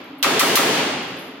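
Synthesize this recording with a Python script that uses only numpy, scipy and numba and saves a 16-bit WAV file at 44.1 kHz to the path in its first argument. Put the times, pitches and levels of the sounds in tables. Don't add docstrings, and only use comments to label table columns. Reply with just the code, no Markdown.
import sys
import numpy as np
from scipy import signal
from scipy.fft import rfft, irfft
from scipy.io import wavfile
from scipy.ndimage import uniform_filter1d
from numba import njit

SR = 44100
rng = np.random.default_rng(int(sys.argv[2]) if len(sys.argv) > 2 else 0)


def volts_from_db(level):
    exponent = np.asarray(level, float) / 20
    return 10 ** exponent


def waveform_to_disk(signal):
    frames = np.transpose(np.atleast_2d(signal))
    scaled = np.clip(frames, -1, 1) * 32767
    samples = np.round(scaled).astype(np.int16)
    wavfile.write(sys.argv[1], SR, samples)


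N = 61739

LEFT_RIGHT = np.array([[1], [-1]])


def table(rows, hz):
    rows = np.array(rows, float)
    return np.interp(np.log(hz), np.log(rows[:, 0]), rows[:, 1])


def band(hz, octaves):
    size = 131072
    bins_hz = np.maximum(np.arange(size // 2 + 1) * SR / size, 1)
    offset = np.log2(bins_hz / hz) / octaves
    bell = np.cos(np.clip(offset, -1, 1) * np.pi / 2)
    noise = irfft(rfft(rng.standard_normal(size)) * bell)
    return noise / noise.std()


def decay(t, t60):
    return (t >= 0) * np.exp(-np.log(1000) * np.maximum(t, 0) / t60)


# frequency in Hz, side level against mid in dB.
SIDE_WIDTH = [(60, -23), (110, -30), (200, -62), (380, -15.5), (700, -5), (1290, -4), (2380, -4),
              (4400, 1.5), (8120, 2.5), (15000, -1)]
# centre in Hz, bandwidth in Hz, level in dB.
DUCT_BANDS = [(271, 48.6, -42), (155, 360, -57.5), (70, 52, -55), (860, 1000, -50), (2410, 2500, -55.5)]


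def duct():
    out = np.zeros((2, N))
    for hz, width_hz, db in DUCT_BANDS:
        octaves = np.log2(1 + width_hz / hz)
        mid, side = band(hz, octaves)[:N], band(hz, octaves)[:N]
        out += volts_from_db(db) * (mid + volts_from_db(table(SIDE_WIDTH, hz)) * side * LEFT_RIGHT)
    return out


# frequency in Hz, level in dB, 60 dB decay time in seconds.
MOUTH_MODES = [(12250, -7, .35), (12400, -2, .35), (12560, 0, .4), (12700, -1, .5), (12890, -3, .5),
               (13050, -9, .2)]
FLANK_MODES = [(9150, -14, .3), (9615, -12, .17), (10100, 0, .5), (10280, -3, .6)]
BASE_MODES = [(10900, 0, .45), (11320, 0, .06), (15330, -1, .28), (15200, -10, .2)]
# start in seconds, mouth level in dB, flank level in dB, base level in dB, tick level in dB.
CASE_HITS = [
    (-.03, -66, -79, -76, -92),
    (.0383, -59, -80, -90, -70),
    (.085, -75, -83, -90, -93),
    (.1815, -58, -67, -87, -58),
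    (1.0192, -56, -85, -90, -70),
    (1.082, -62, -85, -90, -74),
    (1.1683, -63, -78, -59, -50),
    (1.1883, -53.5, -54, -90, -57),
    (1.2506, -61, -68, -90, -74),
]


def cases(t):
    rattle_db, rattle_hz, rise_s = 4, 60, 0.0027
    parts_roughness = (1, .6, .25)
    out = np.zeros((2, N))
    for start, mouth_db, flank_db, base_db, tick_db in CASE_HITS:
        age = t - start
        part_modes = (MOUTH_MODES, FLANK_MODES, BASE_MODES)
        for modes, db, rough in zip(part_modes, (mouth_db, flank_db, base_db), parts_roughness):
            rattle = volts_from_db(rattle_db * rough * band(rattle_hz, 1.5)[:N])
            for hz, mode_db, t60 in modes:
                phase = rng.uniform(0, 2 * np.pi, (2, 1))
                detune, luck_db = rng.standard_normal(2) * [1 / 500, 2.0]
                ring = np.sin(2 * np.pi * hz * (1 + detune) * t + phase) * rattle
                out += volts_from_db(db + mode_db + luck_db) * ring * decay(age, t60) * np.clip(age / rise_s, 0, 1)
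        tick = np.array([band(10500, .8)[:N], band(10500, .8)[:N]])
        out += volts_from_db(tick_db) * decay(age, .035) * tick
    return out


# delay in seconds, frequency in Hz, level in dB, 60 dB decay time in seconds.
PANEL_SLAPS = [(0.00097, 4600, -19, .03), (.012, 1190, 2.5, .1), (.016, 2100, 0.5, 0.037),
               (.036, 1240, -1, 0.11), (0.029, 390, -0.5, .08), (.058, 400, -4, 0.091),
               (.07, 880, -2.5, 0.068), (.04, 680, -3, 0.064), (.095, 350, -6.5, 0.082),
               (.118, 400, -5.5, 0.078), (.138, 430, -2.5, 0.071), (.024, 420, -12, .5)]


def slaps(t):
    slap_db, side_db, rise_s = -2, -13.5, 0.0043
    partials = ((1, 1), (.9, 0.49), (1.12, 0.61))
    out = np.zeros((2, N))
    for delay, hz, db, t60 in PANEL_SLAPS:
        phase, side = rng.uniform(0, 2 * np.pi), band(hz, 0.62)
        for start, shot_db, *_ in SHOT_EVENTS:
            age = t - start - delay
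            ring = sum(np.sin(2 * np.pi * hz * k * age + phase * k) * gain for k, gain in partials)
            since = np.maximum(np.arange(N) - round((start + delay) * SR), 0)
            wide = volts_from_db(side_db) * side[since] * LEFT_RIGHT
            shape = decay(age, t60) * np.clip(age / rise_s, 0, 1)
            out += volts_from_db(slap_db + db + shot_db) * (ring + wide) * shape
    return out


# frequency in Hz, level in dB per Hz.
HALL_COLOUR = [(60, -14.5), (170, -8), (400, -4.5), (600, -7.5), (1300, -10), (3000, -10), (4600, -15.5),
               (15500, -31.5)]
# frequency in Hz, 60 dB decay time in seconds.
HALL_T60 = [(80, 2.02), (250, 1.934), (1000, 1.62), (3000, 1.565), (4600, 1.25), (7000, 1.04),
            (10000, 0.92), (15000, 0.88)]
# frequency in Hz, 60 dB decay time in seconds.
BOOTH_DECAY = [(100, 0.28), (1000, 0.45), (5000, 0.13), (14000, 0.45)]
# frequency in Hz, level in dB per Hz.
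CRACK_COLOUR = [(1470, -28), (2500, -26), (4780, 4), (8160, -16), (9370, -5), (10700, 5.5), (15500, 1)]
# start in seconds, level in dB, crack level in dB, treble lift in dB,
# share (0 to 1) of the phone's bass cut-out.
SHOT_EVENTS = [
    (-.62, -11.5, 0, -7.5, 1),
    (.2272, -9.5, -7.5, -2.5, 0.85),
    (.3936, -8, -5.5, 2.5, .7),
    (.5552, -7, 2.5, 1.5, 0.59),
]


def shots(t):
    tail_db, booth_db, crack_db = -8, -8, -25.5
    crack_t60_s, rise_s = 0.12, 0.00072
    same_below_hz = 1630
    treble_hz, fade_hz, fade_db_s2 = 6500, 10500, 30
    out = np.zeros((2, N))
    for hz in 45 * 2 ** np.arange(0, 8.6, .5):
        hall = [band(hz, .5), band(hz, .5)]
        share = 1 / (1 + (hz / same_below_hz) ** 4)
        for start, db, shot_crack_db, treble_db, _ in SHOT_EVENTS:
            age = t - start
            since = np.maximum(np.arange(N) - round(start * SR), 0)
            answers = []
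            for noise in hall:
                own = np.roll(noise, rng.integers(5000, 120000))
                answers.append(np.sqrt(share) * noise[since] + np.sqrt(1 - share) * own[since])
            mid, side = answers
            tail = volts_from_db(tail_db) * decay(age, table(HALL_T60, hz))
            booth = volts_from_db(booth_db) * decay(age, table(BOOTH_DECAY, hz))
            roar = volts_from_db(table(HALL_COLOUR, hz)) * (tail + booth)
            crack = volts_from_db(table(CRACK_COLOUR, hz) + crack_db + shot_crack_db) * decay(age, crack_t60_s)
            shape = (roar + crack) * np.clip(age / rise_s, 0, 1) * volts_from_db(db) * np.sqrt(hz / 1000)
            shape *= volts_from_db(treble_db / (1 + (treble_hz / hz) ** 4))
            shape *= volts_from_db(-fade_db_s2 * age ** 2 / (1 + (fade_hz / hz) ** 6))
            out += shape * (mid + volts_from_db(table(SIDE_WIDTH, hz)) * side * LEFT_RIGHT)
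    return out


def scene():
    t = np.arange(N) / SR
    left_db = 0.1
    return (duct() + cases(t) + slaps(t) + shots(t)) * volts_from_db(left_db * LEFT_RIGHT)


@njit
def lowcut(x, hz, k):
    y, b, l = np.empty(len(x)), 0., 0.
    for i in range(len(x)):
        g = np.tan(np.pi * hz[i] / SR)
        v = (b + g * (x[i] - l)) / (1 + g * (g + k))
        low = l + g * v
        b, l, y[i] = 2 * v - b, 2 * low - l, x[i] - k * v - low
    return y


@njit
def follow(x, up, down):
    y, e = np.empty(len(x)), 0.
    for i in range(len(x)):
        e += (x[i] - e) * (up if x[i] > e else down)
        y[i] = e
    return y


def thin_bass(x, t):
    rest_hz, damping, leak_db = 109.4, 1.168, -15
    fast_hz, fast_s, slow_hz, slow_s = 2780, 0.0091, 248, 0.03
    jump = np.zeros(N)
    for start, *_, cut in SHOT_EVENTS:
        jump += cut * fast_hz * decay(t - start, fast_s * np.log(1000))
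        jump += slow_hz * decay(t - start, slow_s * np.log(1000))
    hz = rest_hz + np.minimum(jump, 9000)
    return np.array([lowcut(lowcut(c, hz, damping), hz, damping) + volts_from_db(leak_db) * c for c in x])


def limiter(x):
    threshold_db, ratio = -10, 2.82
    attack_s, release_s, smooth_s = 0.00033, 0.068, .0015
    level = follow(np.abs(x).max(axis=0), 1 / (attack_s * SR + 1), 1 / (release_s * SR))
    for _ in range(2):
        level = uniform_filter1d(level, int(smooth_s * SR) + 1)
    return x * np.minimum(volts_from_db(threshold_db) / (level + 1e-9), 1) ** (1 - 1 / ratio)


def roll_off(x):
    return signal.sosfilt(signal.butter(12, 16980, fs=SR, output="sos"), x)


def record(dry):
    t = np.arange(N) / SR
    clip, top_hz, bottom_hz = .7, 15800, 85
    x = limiter(thin_bass(dry, t))
    x = clip * np.tanh(x / clip)
    x = signal.sosfilt(signal.ellip(8, .2, 70, top_hz, fs=SR, output="sos"), x)
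    x = signal.sosfilt(signal.butter(3, bottom_hz, "high", fs=SR, output="sos"), x)
    return roll_off(x)


dry = scene()
out = record(dry)
waveform_to_disk(out)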